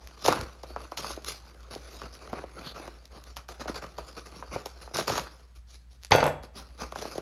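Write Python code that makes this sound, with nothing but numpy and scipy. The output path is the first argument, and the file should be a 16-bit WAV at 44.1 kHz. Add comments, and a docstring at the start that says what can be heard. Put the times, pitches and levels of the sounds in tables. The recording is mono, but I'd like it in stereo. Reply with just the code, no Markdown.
"""A padded paper mailer is cut open and handled on a wooden table, close up in a small room.
A knife rips its corner and fingers rub and tug at it: fibres hiss and break, the sheet flexes,
and stiff creases buckle with little falling pops. The knife is then laid down with a clatter
that rings the wood and the steel, and the hands return to the paper. A low hum runs throughout."""
import sys
import numpy as np
from scipy import signal
from scipy.fft import rfft, irfft
from scipy.io import wavfile
from scipy.ndimage import uniform_filter1d

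SR = 44100
rng = np.random.default_rng(int(sys.argv[2]) if len(sys.argv) > 2 else 0)


def master_out(mix):
    """Clip the mix to full scale and print it as 16-bit PCM to the path in sys.argv[1]."""
    frames = np.transpose(np.atleast_2d(mix))
    ceiling = np.clip(frames, -1, 1)
    pcm = np.round(ceiling * 32767).astype(np.int16)
    wavfile.write(sys.argv[1], SR, pcm)


N = 317961

# The papery body of the flexing sheet. Each row: frequency in Hz, relative level in dB.
FLEX_SPECTRUM = [(40, -9), (120, 0), (280, -0.5), (540, 2), (900, -3.5), (1200, 0.5), (1500, -2.5),
                 (1750, -11), (2450, -8.5), (3200, -20), (6000, -50.5)]
# The bright crack of snapping fibres. Each row: frequency in Hz, relative level in dB.
CRACK_SPECTRUM = [(300, -9), (1300, -2.5), (5000, 2), (12000, -9.5)]


def gain_of(db):
    """Decibels to amplitude."""
    return 10 ** (np.asarray(db) / 20)


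def unit_rms(x):
    """Scales a signal to rms 1."""
    return x / np.sqrt(np.mean(x ** 2) + 1e-20)


def curve_at(points, hz):
    """Joins a table's points by straight lines over log frequency."""
    point_hz, value = np.transpose(points)
    return np.interp(np.log(hz + 1), np.log(point_hz + 1), value)


def add(mix, start_s, sound):
    """Drops a sound into the mix at its start time."""
    part = mix[..., max(round(start_s * SR), 0):][..., :sound.shape[-1]]
    part += sound[..., :part.shape[-1]]


def colour(x, spectrum, size=2048):
    """Causal filter with the given spectral shape and unit energy."""
    log_gain = np.log(gain_of(curve_at(spectrum, abs(np.fft.fftfreq(size, 1 / SR)))))
    taps = np.fft.ifft(np.exp(np.conj(signal.hilbert(log_gain)))).real
    return signal.oaconvolve(x, taps[None] / np.linalg.norm(taps), axes=1)[:, :x.shape[1]]


def burst(t60, size=4096):
    """Noise for each microphone port, starting at rms 1 and falling 60 dB in t60 seconds."""
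    return rng.standard_normal((2, size)) * gain_of(-60 * np.arange(size) / SR / t60)


def ring(modes, lag_rad=0, softness_db=0):
    """A struck object's modes lead at alternate ports; a soft blow barely wakes the high ones."""
    t, lag = np.arange(SR) / SR, np.array([[lag_rad], [-lag_rad]])
    out = np.zeros((2, SR))
    for k, (hz, db, t60) in enumerate(modes):
        decay = gain_of(db - softness_db * np.sqrt(hz / 1000) - 60 * t / t60)
        out += decay * np.sin(2 * np.pi * hz * t + (-1) ** k * lag)
    return out


def drift(per_s):
    """Smooth random wandering of rms 1."""
    knots = rng.standard_normal(N)
    return unit_rms(np.interp(np.arange(N) * per_s / SR, np.arange(N), knots))


def grains(per_s, spread_db):
    """Random clicks, mostly small and a few large, with a strength for each port."""
    size = gain_of(spread_db * np.minimum(rng.exponential(1, N), 3.5))
    fires = rng.random(N) < per_s / SR
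    return unit_rms(size * fires * rng.standard_normal((2, N)))


def splinters(draws, spread_s=0.015, early_share=0.4, splinter_db=-7.5):
    """One main snap with weaker ones scattered around it. Each row: delay in seconds, level in dB."""
    weaker = [(spread_s * (when - early_share), splinter_db * (1 + 2 * size)) for when, size in draws]
    return [(0, 0)] + weaker


def ports(pair):
    """Blends two unrelated signals into what the microphone's two nearby ports hear."""
    # How alike the ports sound. Each row: frequency in Hz, likeness from 0 to 1.
    port_likeness = [(150, 0.85), (700, 0.86), (2400, 0.5), (4500, 0.98)]
    like = np.clip(curve_at(port_likeness, np.fft.rfftfreq(N, 1 / SR)), 0, 1)
    common, apart = rfft(pair) * np.sqrt([(1 + like) / 2, (1 - like) / 2])
    return irfft([common + apart, common - apart], N)


def disperse(x, cycles, knee_hz=120):
    """Bending waves in a sheet: low notes travel slowly, so a click becomes a falling chirp."""
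    hz = np.fft.rfftfreq(x.shape[-1], 1 / SR)
    return irfft(rfft(x) * np.exp(-2j * np.pi * cycles * np.log(1 + hz / knee_hz)), x.shape[-1])


def room_tone(hum_hz=59.2, hum_db=-51, waver_db=3.5, floor_db=-64):
    """A low, wavering hum over faint room noise."""
    # The room's dark noise floor. Each row: frequency in Hz, relative level in dB.
    floor_spectrum = [(20, -12), (60, 0), (130, -0.5), (400, -21.5), (1500, -19.5), (16000, -38.5)]
    turns = np.cumsum(hum_hz + drift(9.1)) / SR
    hum = np.sqrt(2) * np.sin(2 * np.pi * turns) * gain_of(hum_db + waver_db * drift(34))
    return hum + gain_of(floor_db) * ports(colour(rng.standard_normal((2, N)), floor_spectrum))


def gesture(length_s, attack_s, fade_db_per_s, sag_db_per_s=0):
    """Envelope of one hand movement: a smooth attack, a hold that may sag, and a fade."""
    t = np.arange(0, length_s + 1, 1 / SR)
    attack = np.sin(np.pi / 2 * np.minimum(t / attack_s, 1)) ** 2
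    return attack * gain_of(-sag_db_per_s * t - fade_db_per_s * np.maximum(t - length_s, 0))


def handling():
    """Rips, slides, tugs and grips sum in power to two dB envelopes: sheet flex and fibre hiss."""
    # The paper rips. Each row: start and length in seconds, flex and hiss in dB, fade in dB per second.
    rips = [(0.236, 0.016, -33.5, -30.5, 349), (0.27, 0.059, -29.5, -37.5, 109),
            (0.964, 0.16, -40.5, -38.5, 221.5), (4.934, 0.072, -31.5, -32, 346.5),
            (5.066, 0.108, -30.5, -33, 165)]
    # Fingers or blade slide on the paper. Each row: start and length in seconds, flex and hiss in dB.
    slides = [(0.174, 0.075, -49, -46), (0.767, 0.08, -45, -54), (1.252, 0.04, -36, -30),
              (1.816, 0.2, -51, -51.5), (1.983, 0.069, -45.5, -57), (2.179, 0.12, -48, -57.5),
              (2.303, 0.1, -43, -58.5), (2.53, 0.14, -44.5, -54.5), (2.718, 0.16, -46.5, -55.5),
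              (3.086, 0.098, -49.5, -55.5), (3.235, 0.06, -52, -54), (4.293, 0.12, -48, -55),
              (4.495, 0.054, -36, -44.5), (5.659, 0.086, -60.5, -53.5), (5.881, 0.056, -66, -62),
              (6.541, 0.04, -42.5, -43.5), (6.771, 0.049, -37, -43), (6.943, 0.074, -41, -43),
              (7.026, 0.13, -46, -48)]
    # Short tugs and pokes. Each row: start in seconds, flex and hiss in dB.
    tugs = [(1.707, -40, -47.5), (2.124, -49, -50), (3.364, -43.5, -51.5), (3.488, -43, -45.5),
            (3.595, -39, -43), (3.674, -34.5, -41), (3.741, -35, -41), (3.814, -39, -49), (3.978, -42, -52),
            (4.066, -47.5, -49), (4.164, -41.5, -47), (4.254, -47, -50.5), (4.811, -47.5, -49),
            (5.549, -63, -58.5), (6.424, -51, -53)]
    # The gripped mailer rustles faintly. Each row: start and length in seconds, flex and hiss in dB.
    grips = [(0.0, 2.98, -55.5, -60.5), (3.514, 1.86, -57.5, -60.5), (6.53, 0.43, -60, -66)]
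    moves = []
    for start_s, length_s, *levels_db, fade in rips:  # the pull eases as the paper gives
        envelope = gesture(length_s, attack_s=0.015, fade_db_per_s=fade, sag_db_per_s=28)
        moves.append((start_s, levels_db, envelope))
    for start_s, length_s, *levels_db in slides:
        swell_s = min(0.98 * length_s, 0.056)
        moves.append((start_s, levels_db, gesture(length_s, swell_s, fade_db_per_s=269)))
    for start_s, *levels_db in tugs:
        moves.append((start_s, levels_db, gesture(length_s=0.023, attack_s=0.004, fade_db_per_s=420)))
    for start_s, length_s, *levels_db in grips:
        moves.append((start_s, levels_db, gesture(length_s, attack_s=0.0086, fade_db_per_s=105)))
    power = np.zeros((2, N))
    for start_s, levels_db, envelope in moves:
        add(power, start_s, np.outer(gain_of(levels_db), envelope) ** 2)
    return 10 * np.log10(power + 1e-12)


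def folds(x, depth_db=3, port_depth_db=2, hold_frames=10, size=512, bands=44):
    """The bent sheet favours a shifting set of bands, a little differently towards each port."""
    hz, t, spectra = signal.stft(x, SR, nperseg=size)
    band = np.log(1 + hz / 900) / np.log(1 + hz[-1] / 900) * (bands - 1)
    ripple = uniform_filter1d(rng.standard_normal((3, bands, len(t))), hold_frames, axis=2)
    ripple = unit_rms(uniform_filter1d(ripple[:, np.round(band).astype(int)], 3, axis=1))
    gain = gain_of(depth_db * ripple[0] + port_depth_db * ripple[1:])
    shaped = signal.istft(spectra * gain, SR, nperseg=size)[1]
    return unit_rms(shaped[:, :N])


def strokes(flex_db, hiss_db, tear_db=-40, flex_trim_db=-1, catch_db=2):
    """Light strokes slide with a fine hiss; hard ones break fibres one by one and shake the sheet."""
    # The hiss of rubbed and torn fibres. Each row: frequency in Hz, relative level in dB.
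    fibre_spectrum = [(500, -34.5), (1700, -9.5), (2400, -5.5), (3200, -5.5), (4450, 0.7), (6300, -5),
                      (8000, -10), (10000, -8), (13000, -18), (16000, -13.5)]
    tearing = 0.39 + 0.13 * np.tanh((hiss_db - tear_db) / 7)  # the coarse grains' share of the power
    slips, breaks = (np.sqrt(1 - tearing) * grains(14000, 0.32) + np.sqrt(tearing) * grains(1500, 3.5)
                     for _ in range(2))
    catch = gain_of(catch_db * drift(130))  # the paper catches and lets go
    sheet = disperse(colour(slips * catch, FLEX_SPECTRUM), cycles=1.354)
    fibres = colour(breaks * catch, fibre_spectrum)
    body = folds(ports(sheet)) * gain_of(flex_db + flex_trim_db)
    return body + folds(ports(fibres)) * gain_of(hiss_db)


def crinkles(flex_db, hiss_db, per_s=26, tick_boost_db=2, flick_boost_db=3, t60=0.0086, hiss_cap_db=-42):
    """Small creases give way as the sheet is worked: each ticks, up to a limit, and flicks the sheet."""
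    clicks = rng.uniform(1, 2.98, N) * (rng.random(N) < per_s / SR)
    decays = signal.lfilter([1], [1, -gain_of(-60 / SR / t60)], clicks)
    snaps = rng.standard_normal((2, N)) * decays
    cracks = colour(snaps * gain_of(np.minimum(hiss_db, hiss_cap_db) + tick_boost_db), CRACK_SPECTRUM)
    flicks = disperse(colour(snaps * gain_of(flex_db + flick_boost_db), FLEX_SPECTRUM), cycles=1.967)
    return ports(cracks + flicks)


def ticks(t60=0.0054, flurry_db=-26, flurry_s=0.018):
    """Clicks too light to shake the sheet, each inside a brief flurry of far fainter ones."""
    # Single thin, dry ticks. Each row: start in seconds, level in dB.
    dry_ticks = [(0.0734, -32), (0.4122, -23), (1.2467, -25), (1.7509, -27), (3.0552, -36), (3.2393, -35),
                 (4.9702, -17), (6.0483, -25.5)]
    out, t = np.zeros((2, N)), np.arange(N) / SR
    flurry = gain_of(flurry_db) * grains(500, 4.5)
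    for start_s, db in dry_ticks:
        add(out, start_s, gain_of(db) * burst(t60))
        out += gain_of(db) * flurry * np.exp(-.5 * ((t - start_s) / flurry_s) ** 2)
    return ports(colour(out, CRACK_SPECTRUM))


def pops(width_octaves=0.73, top_hz=1550, echo_db=-12, crack_db=-7, crumple_db=-18, dents_db=3.5):
    """A crease snaps with a ragged crack and a crumple; its bending wave echoes off the edges."""
    # The paper buckles. Each row: start in seconds, pop peak in dB, pop centre in Hz,
    # relative level of the fibre crack in dB.
    buckles = [(0.2506, -20, 700, -17), (0.2617, -15, 706, -7), (0.2824, -6, 705, -6.5),
               (0.2848, -9.5, 470, -20), (0.3185, -18, 964, -34), (0.3255, -13, 1210, -13),
               (0.6338, -29.5, 530, -28.5), (0.7025, -35, 450, -37), (0.7621, -19.5, 890, -36),
               (0.9193, -25, 790, -28.5), (0.975, -32, 1010, -14), (1.0449, -22, 1170, -30),
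               (1.1046, -27.5, 674, -24), (1.1735, -28.5, 390, -51), (1.7587, -29, 440, -40),
               (2.017, -28, 1080, -33), (2.3301, -21.5, 664, -31), (2.438, -27.5, 544, -50),
               (2.797, -32, 464, -38), (2.8778, -30, 478, -33.5), (3.3678, -33, 820, -19),
               (3.4878, -31, 1300, -25), (3.656, -28, 564, -45), (3.694, -23.5, 290, -30),
               (3.9843, -22.5, 620, -24), (4.425, -25.5, 875, -69), (4.5601, -19.5, 610, -42),
               (4.6589, -26.5, 650, -18), (4.876, -34, 740, -48), (4.911, -38, 517, -55),
               (4.986, -20, 546, -15), (5.0795, -19, 636, -9.5), (5.099, -16.5, 555, -16),
               (5.1562, -24, 770, -19), (5.1793, -17, 1040, -11), (5.186, -21.5, 1000, -29),
               (6.9225, -26.5, 746, -27), (6.9582, -22.5, 840, -26), (7.0234, -28.5, 623, -23),
               (7.053, -25, 500, -45), (7.1555, -27.5, 388, -32), (7.18, -20.5, 434, -23)]
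    chirps, (cracks, crumples) = np.zeros(N), np.zeros((2, 2, N))
    hz = np.fft.rfftfreq(4096, 1 / SR)
    paths, frays = rng.random((len(buckles), 3)), rng.random((len(buckles), 9, 2))
    dents = rng.standard_normal((len(buckles), 20))  # each spot of the sheet has its own resonances
    for buckle, (path, *edges), fray, dent in zip(buckles, paths, frays, dents):
        start_s, peak_db, centre_hz, snap_db = buckle
        # The padding swallows short bending waves; broad creases are duller.
        padding = 1 / np.sqrt(1 + (hz / min(top_hz, 2.1 * centre_hz)) ** 10)
        band = np.exp(-.5 * (np.log2((hz + 1) / centre_hz) / width_octaves) ** 2)
        resonances = gain_of(dents_db * np.interp(hz, np.linspace(0, 2 * top_hz, len(dent)), dent))
        chirp = disperse(irfft(padding * band * resonances), cycles=1.593 + path)
        chirp = chirp / abs(chirp).max() * gain_of(peak_db)
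        add(chirps, start_s, chirp)
        for edge in edges:
            add(chirps, start_s + 0.002427 + 0.00722 * edge, chirp * gain_of(echo_db))
        for delay_s, db in splinters(fray):
            snap = burst(0.006) + gain_of(-24) * burst(0.18)
            add(cracks, start_s + delay_s, gain_of(snap_db + crack_db + db) * snap)
        add(crumples, start_s, gain_of(peak_db + crumple_db) * burst(0.14))
    crumpling = disperse(colour(crumples, FLEX_SPECTRUM), cycles=0.942)
    return chirps + ports(colour(cracks, CRACK_SPECTRUM) + crumpling)


def bumps(t60=0.043):
    """Soft, low thuds as the mailer is pushed against the table through its padding."""
    # The pushes. Each row: start in seconds, level in dB, pitch in Hz.
    pushes = [(0.392, -24.5, 100), (0.424, -24, 65), (2.33, -27, 231), (4.556, -29, 112), (5.101, -26, 125)]
    out = np.zeros((2, N))
    for start_s, db, hz in pushes:
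        add(out, start_s, ring([(hz, db, t60)]))
    return out


def finger_squeak(centre_s=2.68, width_s=0.027, db=-42):
    """A fingertip squeaks across the paper with a narrow rasp."""
    # The rasp's two close peaks. Each row: frequency in Hz, relative level in dB.
    rasp_spectrum = [(2400, -14), (3500, 2.5), (3900, -1), (4400, 5), (5600, -19)]
    rasp = colour(grains(6600, 1.5), rasp_spectrum)
    swell = np.exp(-.5 * ((np.arange(N) / SR - centre_s) / width_s) ** 2)
    return ports(rasp) * gain_of(db) * swell


def knife_clinks(t60=0.019, shimmer_db=-21, shimmer_t60=0.25, first_gap_s=0.015, gap_ratio=0.66):
    """Steel rattles high above the knocks, then settles in ever faster, fainter bounces."""
    # Bright clinks of the rattling knife. Each row: start in seconds, level in dB.
    clinks = [(6.1085, -29), (6.1402, -28), (6.1502, -31), (6.1598, -20.5), (6.2403, -27), (6.266, -26)]
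    # The steely tone of a clink. Each row: frequency in Hz, relative level in dB.
    steel_spectrum = [(3000, -26), (6800, -13), (7900, 0.5), (8800, -10.5), (13900, -10), (16000, -11)]
    last_s, last_db = clinks[-1]
    bounce = np.arange(4)
    bounce_s = last_s + np.cumsum(first_gap_s * gap_ratio ** bounce)
    bounce_db = last_db - 12.5 - 3.5 * bounce
    out = np.zeros((2, N))
    for start_s, db in [*clinks, *zip(bounce_s, bounce_db)]:
        clink = burst(t60, size=SR) + gain_of(shimmer_db) * burst(shimmer_t60, size=SR)
        add(out, start_s, gain_of(db) * clink)
    return ports(colour(out, steel_spectrum))


def knife_landing(knock_db=-4, contact_db=-5, wood_db=-9, blade_db=-9, soft_share=0.87):
    """Each contact chatters and rings table and blade; softer ones ring mainly the blade's low modes."""
    # The knife lands and rocks to rest. Each row: start in seconds, then the relative levels in dB
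    # of the blow on the wood and of the hard contact.
    landings = [(6.1107, -18, -18.5), (6.119, -6, -4), (6.1215, -7, -8), (6.1507, -7.5, -20),
                (6.163, -19, -18), (6.183, -11, -19), (6.2049, -14, -16.5), (6.2282, -6, -26),
                (6.241, -17, -21), (6.256, -12, -25), (6.2646, -13, -27.5), (6.277, -13, -26.5)]
    # Modes of the table top and of the blade. Each row: frequency in Hz, level in dB, t60 in seconds.
    wood_modes = [(83.4, -25, 0.6), (150, -15.5, 0.25), (281, -15, 0.17), (505, -11, 0.14),
                  (605, -13, 0.15), (652, -10.5, 0.16), (745, -7, 0.1), (892, -8, 0.11)]
    blade_modes = [(1447, -15, 0.36), (1580, -22, 0.33), (2655, -18, 0.24), (3351, -16, 0.42),
                   (4612, -11.5, 0.17), (5475, -27, 0.3), (6204, -16, 0.25)]
    # The dull knock and the hard contact's clack. Each row: frequency in Hz, relative level in dB.
    knock_spectrum = [(35, -28), (95, -1), (250, -13.5), (500, 0.5), (900, 1), (1300, -9.5), (14000, -51)]
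    contact_spectrum = [(200, -19), (1000, 4), (2300, 2), (6000, -11.5), (16000, -38)]
    knocks, contacts, rings = np.zeros((3, 2, N))
    wood = ring(wood_modes, lag_rad=0.43)
    hardest_db = max(hard_db for _, _, hard_db in landings)
    for (start_s, blow_db, hard_db), chatter in zip(landings, rng.random((len(landings), 2, 2))):
        knock = burst(0.018) + gain_of(-8) * burst(0.11)
        add(knocks, start_s, gain_of(blow_db + knock_db) * knock)
        for delay_s, db in splinters(chatter):
            clack = burst(0.0092) + gain_of(-10) * burst(0.11)
            add(contacts, start_s + delay_s, gain_of(hard_db + contact_db + db) * clack)
        blade = ring(blade_modes, lag_rad=0.62, softness_db=soft_share * (hardest_db - hard_db))
        add(rings, start_s, gain_of(blow_db + wood_db) * wood + gain_of(blade_db) * blade)
    return ports(colour(knocks, knock_spectrum) + colour(contacts, contact_spectrum)) + rings


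def place(x, leftward):
    """The direct path to the two ports: the nearer one hears a source louder and shifted in phase."""
    # The microphone's own phase offset, left port over right. Each row: frequency in Hz, radians.
    port_lead = [(6300, -0.1), (7500, -3), (9000, -3.6), (10200, -6.1), (12700, -6.7), (14000, -9.3)]
    # The nearer port's added phase lead. Each row: frequency in Hz, lead in radians.
    near_lead = [(100, -0.43), (1500, 0.9), (2300, 1.58), (3700, 1.06), (5200, 0.22)]
    # The nearer port's level over the farther. Each row: frequency in Hz, gain in dB.
    near_gain = [(150, 0), (550, 3), (2900, 3.5), (8000, 0.2)]
    hz = np.fft.rfftfreq(N, 1 / SR)
    lead_rad = curve_at(port_lead, hz) + leftward * curve_at(near_lead, hz)
    left_db = leftward * curve_at(near_gain, hz)
    response = gain_of([left_db / 2, -left_db / 2]) * np.exp(.5j * np.array([lead_rad, -lead_rad]))
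    return irfft(rfft(x) * response, N)


def room_reverb(x, predelay_s=0.0023, port_spacing_s=0.00081, size=256):
    """A diffuse tail, each band dying at its own speed; long waves reach both ports alike."""
    # The small room's decay. Each row: frequency in Hz, t60 in seconds.
    decay_times = [(100, 0.42), (2000, 0.45), (14000, 0.15)]
    hz, t, (left, unrelated) = signal.stft(rng.standard_normal((2, SR)), SR, nperseg=size)
    like = np.sinc(2 * hz * port_spacing_s)[:, None]
    right = like * left + np.sqrt(1 - like ** 2) * unrelated
    decay = gain_of(-60 * t / curve_at(decay_times, hz)[:, None])
    tail = signal.istft(np.array([left, right]) * decay, SR, nperseg=size)[1]
    tail *= np.clip(np.arange(tail.shape[1]) / SR / predelay_s - 1, 0, 1)
    return signal.fftconvolve(x, tail / np.linalg.norm(tail[0]), axes=1)[:, :N]


def scene(knife_leftward=-0.33, paper_send_db=-15, knife_send_db=-10):
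    """Paper to the left, knife a little to the right, both in the same small room."""
    flex_db, hiss_db = handling()
    paper = strokes(flex_db, hiss_db) + pops() + ticks() + crinkles(flex_db, hiss_db) + finger_squeak()
    clatter = knife_landing() + knife_clinks()
    direct = place(paper, leftward=1) + place(clatter, knife_leftward)
    reverb = room_reverb(gain_of(paper_send_db) * paper + gain_of(knife_send_db) * clatter)
    return direct + reverb + bumps() + room_tone()


def record(dry, low_cut_hz=45, high_cut_hz=14000, band_limit_hz=16300):
    """The microphone sheds the deepest bass and the highest treble; a steep band limit follows."""
    low_cut = signal.butter(4, low_cut_hz, "highpass", fs=SR, output="sos")
    high_cut = signal.butter(3, high_cut_hz, fs=SR, output="sos")
    heard = signal.sosfilt(np.vstack([low_cut, high_cut]), dry)
    band_limit = signal.firwin(511, band_limit_hz, window=("kaiser", 9), fs=SR)
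    return signal.oaconvolve(heard, band_limit[None], "same")


dry = scene()
out = record(dry)
master_out(out)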